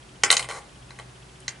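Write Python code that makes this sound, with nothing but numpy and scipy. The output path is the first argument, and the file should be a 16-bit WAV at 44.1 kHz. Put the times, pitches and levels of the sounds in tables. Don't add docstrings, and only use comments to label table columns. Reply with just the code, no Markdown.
import sys
import numpy as np
from scipy import signal
from scipy.fft import rfft, irfft, next_fast_len
from scipy.io import wavfile
from scipy.ndimage import map_coordinates

SR = 44100
rng = np.random.default_rng(int(sys.argv[2]) if len(sys.argv) > 2 else 0)


def unload_audio(sound):
    columns = np.transpose(np.atleast_2d(sound))
    steps = np.round(np.clip(columns, -1, 1) * 32767)
    wavfile.write(sys.argv[1], SR, steps.astype(np.int16))


N = 70560


def clothespin():
    # start_s, level_db, rise_s, knock_db, clop_db, clack_db, snap_db, tick_db
    hits = [(0.2349, -1, 0.0012, 1.5, -2.5, -13.5, 2, -7.5), (0.3024, -3, 0.0012, -4.5, -2, 7, -6, -5),
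            (0.3138, -10.5, 0.00018, -1.5, -12, -9.5, 1.5, 14), (0.3264, -10.5, 0.00093, 1, 0, 5, 2.5, 1),
            (.3405, -23.5, 0.00097, -5, 4, -16, 15, 1), (0.3671, -11, 0.0019, -6.5, 6.5, 6.5, 8, 3.5),
            (.3940, -12, .0012, -3, -7.5, -4, -4.5, -2), (.4250, -29.5, 0.0039, 5, 14.5, 5, 7, 16),
            (.4420, -25, 0.0049, 7, 4, -1, -3, 3), (.4875, -20, 0.0011, 2, -9.5, -12, -6, -2.5),
            (.4955, -20.5, 0.002, -3, -8, -11, -2, -10), (0.5029, -25, 0.00035, 5.5, -9, -6.5, -11, -6),
            (0.51, -19.5, 0.0009, -10.5, -12, -13, -11, -1.5),
            (0.9057, -30, 0.0015, 2.5, -15, -2.5, -12, -14),
            (.9878, -26.5, 0.0017, -3, -9, -12, -10.5, -1.5), (.9970, -34, 0.0014, 10.5, 3, -1.5, -12, -3),
            (1.403, -58.5, 0.00038, -6, -5, -4, 17, 25),
            (1.4798, -16, 0.0015, -6.5, -10.5, 1.5, 5.5, -13.5)]
    # knock_db, clop_db, clack_db, snap_db, tick_db
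    rattle_tone = (10.5, -12.5, -6, -3.5, 1.5)
    track = np.zeros((2, N))
    for start_s, *settings in hits:
        add(track, start_s, hit(*settings))
    rattle_start_s, rattle_end_s, fade_db_per_s = .522, .588, 106
    first_gap_s, gap_shrink, rise_s = .008, .93, .003
    start_s = rattle_start_s
    for k in range(12):
        level_db = -26 - fade_db_per_s * (start_s - rattle_start_s)
        tap = hit(level_db, rise_s, *rattle_tone)
        if start_s < rattle_end_s:
            add(track, start_s, tap)
        start_s += first_gap_s * gap_shrink ** k * np.exp(0.16 * rng.standard_normal())
    return filtered(track, path_to_microphones)


def hit(level_db, rise_s, knock_db, clop_db, clack_db, snap_db, tick_db):
    bands_hz = [900, 2000, 3000, 4000, 6400, 9500]
    bands_db = np.array([knock_db, 0, clop_db, clack_db, snap_db, tick_db])
    t = np.arange(SR // 4) / SR
    rise = 1 - np.exp(-t / rise_s)
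    crack = dry_crack(t) * rise
    wood = wood_tones(t) * rise
    direct = coloured(crack + wood + spring_ring(t), list(zip(bands_hz, bands_db)))
    into_room = coloured(crack + .35 * wood, list(zip(bands_hz, .65 * bands_db)))
    heard = signal.fftconvolve(into_room[None], room_echo(), axes=1)
    add(heard, 0, signal.fftconvolve(direct[None], near_echoes(), axes=1))
    return amp(level_db) * heard


def dry_crack(t):
    # pitch_hz, gain_db
    tone = [(100, -29), (260, -19), (500, 0.5), (1200, -1), (2300, 7), (4500, 2), (8000, -1), (11000, -8.5)]
    noise = unit(coloured(rng.standard_normal(len(t)), tone))
    return amp(0.5) * noise * decay(t, fade_s=.019)


def wood_tones(t):
    # pitch_hz, level_db, fade_s
    tones = [(154, -33.5, 0.052), (481.4, -17.5, 0.024), (844, -12, 0.018), (1132, -6.5, 0.019),
             (1497, -5.5, 0.011), (1933, -5.5, 0.019), (2094, -10, 0.034), (3060, -1.5, .017),
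             (3920, -1, 0.0086), (4110, 0.5, 0.015), (5480, -18, 0.043), (6373, -8, 0.018),
             (7670, -20.5, 0.033), (8934, -18.5, 0.038)]
    return fading_tones(tones, t)


def spring_ring(t, rise_s=.011):
    # pitch_hz, relative_level_db, fade_s
    tones = [(822, -1, .3), (1168, 0, .22), (1560, -3, .16), (1903, -4, .2), (2066, -4, .26),
             (3056, -3, .18), (3155, -3, .16), (4103, -3, .15), (5150, -1, .12), (5454, 0, .11),
             (6860, 27, .045), (8488, 11, .13), (8920, 5, .08)]
    rise = 1 - np.exp(-(t / rise_s) ** 2)
    return amp(-33) * fading_tones(tones, t, blur_hz=8) * rise


def fading_tones(table, t, blur_hz=0, scatter_db=1.5):
    pitch_hz, level_db, fade_s = np.transpose(table)[:, :, None]
    gain = amp(level_db + scatter_db * rng.standard_normal(pitch_hz.shape))
    random_walk = rng.standard_normal((len(pitch_hz), len(t))).cumsum(1)
    drift = np.sqrt(2 * np.pi * blur_hz / SR) * random_walk
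    phase = 2 * np.pi * (pitch_hz * t + rng.random(pitch_hz.shape)) + drift
    return (gain * decay(t, fade_s) * np.sin(phase)).sum(0)


def near_echoes():
    # left_delay_s, right_delay_s, gain
    echoes = [(.0062, .0064, 0.043), (.0088, .0087, 0.26), (0.0116, .0108, .26), (0.0255, .0279, 0.067)]
    paths = np.zeros((2, SR // 20))
    paths[:, 0] = 1
    for left_s, right_s, gain in echoes:
        paths[[0, 1], [round(left_s * SR), round(right_s * SR)]] += gain
    return paths


def room_echo(rise_s=0.0025, width=0.24):
    # pitch_hz, fade_s
    fades = [(150, 0.57), (800, 0.34), (2500, 0.29), (6000, 0.11), (11000, 0.19)]
    # pitch_hz, gain_db
    tone = [(100, 3), (500, 0.5), (1200, 1), (2100, -5), (2700, -8), (4000, -3.5), (7000, -1.5), (11000, 0)]
    hz, t, spectrum = signal.stft(rng.standard_normal((2, SR // 2)), SR, nperseg=256)
    tail = signal.istft(spectrum * decay(t, along(fades, hz)[:, None]), SR)[1]
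    tail *= 1 - np.exp(-(np.arange(tail.shape[1]) / SR / rise_s) ** 2)
    middle, side = [coloured(channel / np.linalg.norm(channel), tone) for channel in tail]
    return amp(-1.5) * np.array([middle + width * side, middle - width * side])


def path_to_microphones(hz):
    # pitch_hz, half_width_hz, depth_db
    dips = [(315, 45, 8), (630, 30, 7), (1270, 40, 11), (1720, 60, 13), (2670, 60, 5)]
    # pitch_hz, left_minus_right_db
    balance = [(200, 0), (550, 1.8), (1200, 1.4), (2500, .6), (4500, 0), (9000, -.6)]
    # pitch_hz, lead_radians
    lead = [(200, .04), (1000, 0.115), (2000, -0.165), (4500, .12), (6000, 0.096), (11000, .04)]
    notches = [1 - (1 - amp(-db)) / (1 + 1j * (hz - centre) / width) for centre, width, db in dips]
    sides = np.array([[.5], [-.5]])
    return np.prod(notches, axis=0) * amp(sides * along(balance, hz)) * np.exp(1j * sides * along(lead, hz))


def camera_ticking(first_s=.027, period_s=.06672, half_length_s=0.0061):
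    # pitch_hz, gain_db
    tone = [(1800, -30), (2550, 1.5), (2750, 2), (3050, 7), (3400, 2), (4400, -37.5)]
    from_tick_s = (np.arange(N) / SR - first_s + period_s / 2) % period_s - period_s / 2
    noise = unit(coloured(rng.standard_normal(N), tone))
    return amp(-54.5) * noise * np.exp(-(from_tick_s / half_length_s) ** 2)


def mains_hum():
    # pitch_hz, level_db, unsteadiness (0 is steady)
    tones = [(59, -58, 0.28), (126, -53.5, 0.9), (179, -65.5, 0.17), (295, -70.5, 0.19), (374, -66, 1)]
    t, hum = np.arange(N) / SR, 0
    for pitch_hz, level_db, unsteadiness in tones:
        waver = 1 + unsteadiness * (wobble(per_s=13) + 1j * wobble(per_s=13))
        hum += amp(level_db) * unit(np.real(waver * np.exp(2j * np.pi * pitch_hz * t)))
    return hum


def hiss():
    # pitch_hz, gain_db
    tone = [(15, -73), (25, -42), (44, -7.5), (69, -14), (87, -13.5), (124, -8.5), (223, -13), (247, -14.5),
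            (362, -15.5), (456, -18), (588, -19), (778, -19.5), (11000, -32), (14300, -111), (22000, -120)]
    # pitch_hz, gain_db
    side_tone = [(60, -26), (220, -9), (810, 0.5), (3000, -2.5), (11100, -9.5)]
    middle, side = filtered(rng.standard_normal((2, N)), lambda hz: amp(along(tone, hz)))
    side = filtered(side, lambda hz: amp(along(side_tone, hz)))
    return amp(-49.5) * unit(np.array([middle + side, middle - side]))


def amp(db):
    return 10 ** (np.asarray(db) / 20)


def unit(x):
    return x / np.sqrt(np.mean(x ** 2) + 1e-20)


def along(points, hz):
    pitches, values = np.transpose(points)
    return np.interp(np.log(hz + 1), np.log(pitches + 1), values)


def filtered(x, response):
    length = x.shape[-1]
    padded = next_fast_len(length + 8192)
    return irfft(rfft(x, padded) * response(np.fft.rfftfreq(padded, 1 / SR)), padded)[..., :length]


def coloured(x, points, size=2048):
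    cepstrum = irfft(np.log(amp(along(points, np.fft.rfftfreq(size, 1 / SR)))))
    cepstrum[1:size // 2] *= 2
    cepstrum[size // 2 + 1:] = 0
    return signal.fftconvolve(x, irfft(np.exp(rfft(cepstrum))))[:len(x)]


def decay(t, fade_s):
    return np.exp(-np.log(1000) * t / fade_s)


def wobble(per_s):
    return map_coordinates(rng.standard_normal(N // 100), [np.arange(N) * per_s / SR + 2])


def add(track, start_s, sound):
    part = track[..., round(start_s * SR):][..., :sound.shape[-1]]
    part += sound[..., :part.shape[-1]]


def scene():
    return hiss() + mains_hum() + camera_ticking() + clothespin()


def record(dry, top_hz=11080):
    rounded = dry / (1 + dry ** 6) ** (1 / 6)
    return filtered(rounded, lambda hz: 1 / np.sqrt(1 + (hz / top_hz) ** 140))


dry = scene()
out = record(dry)
unload_audio(out)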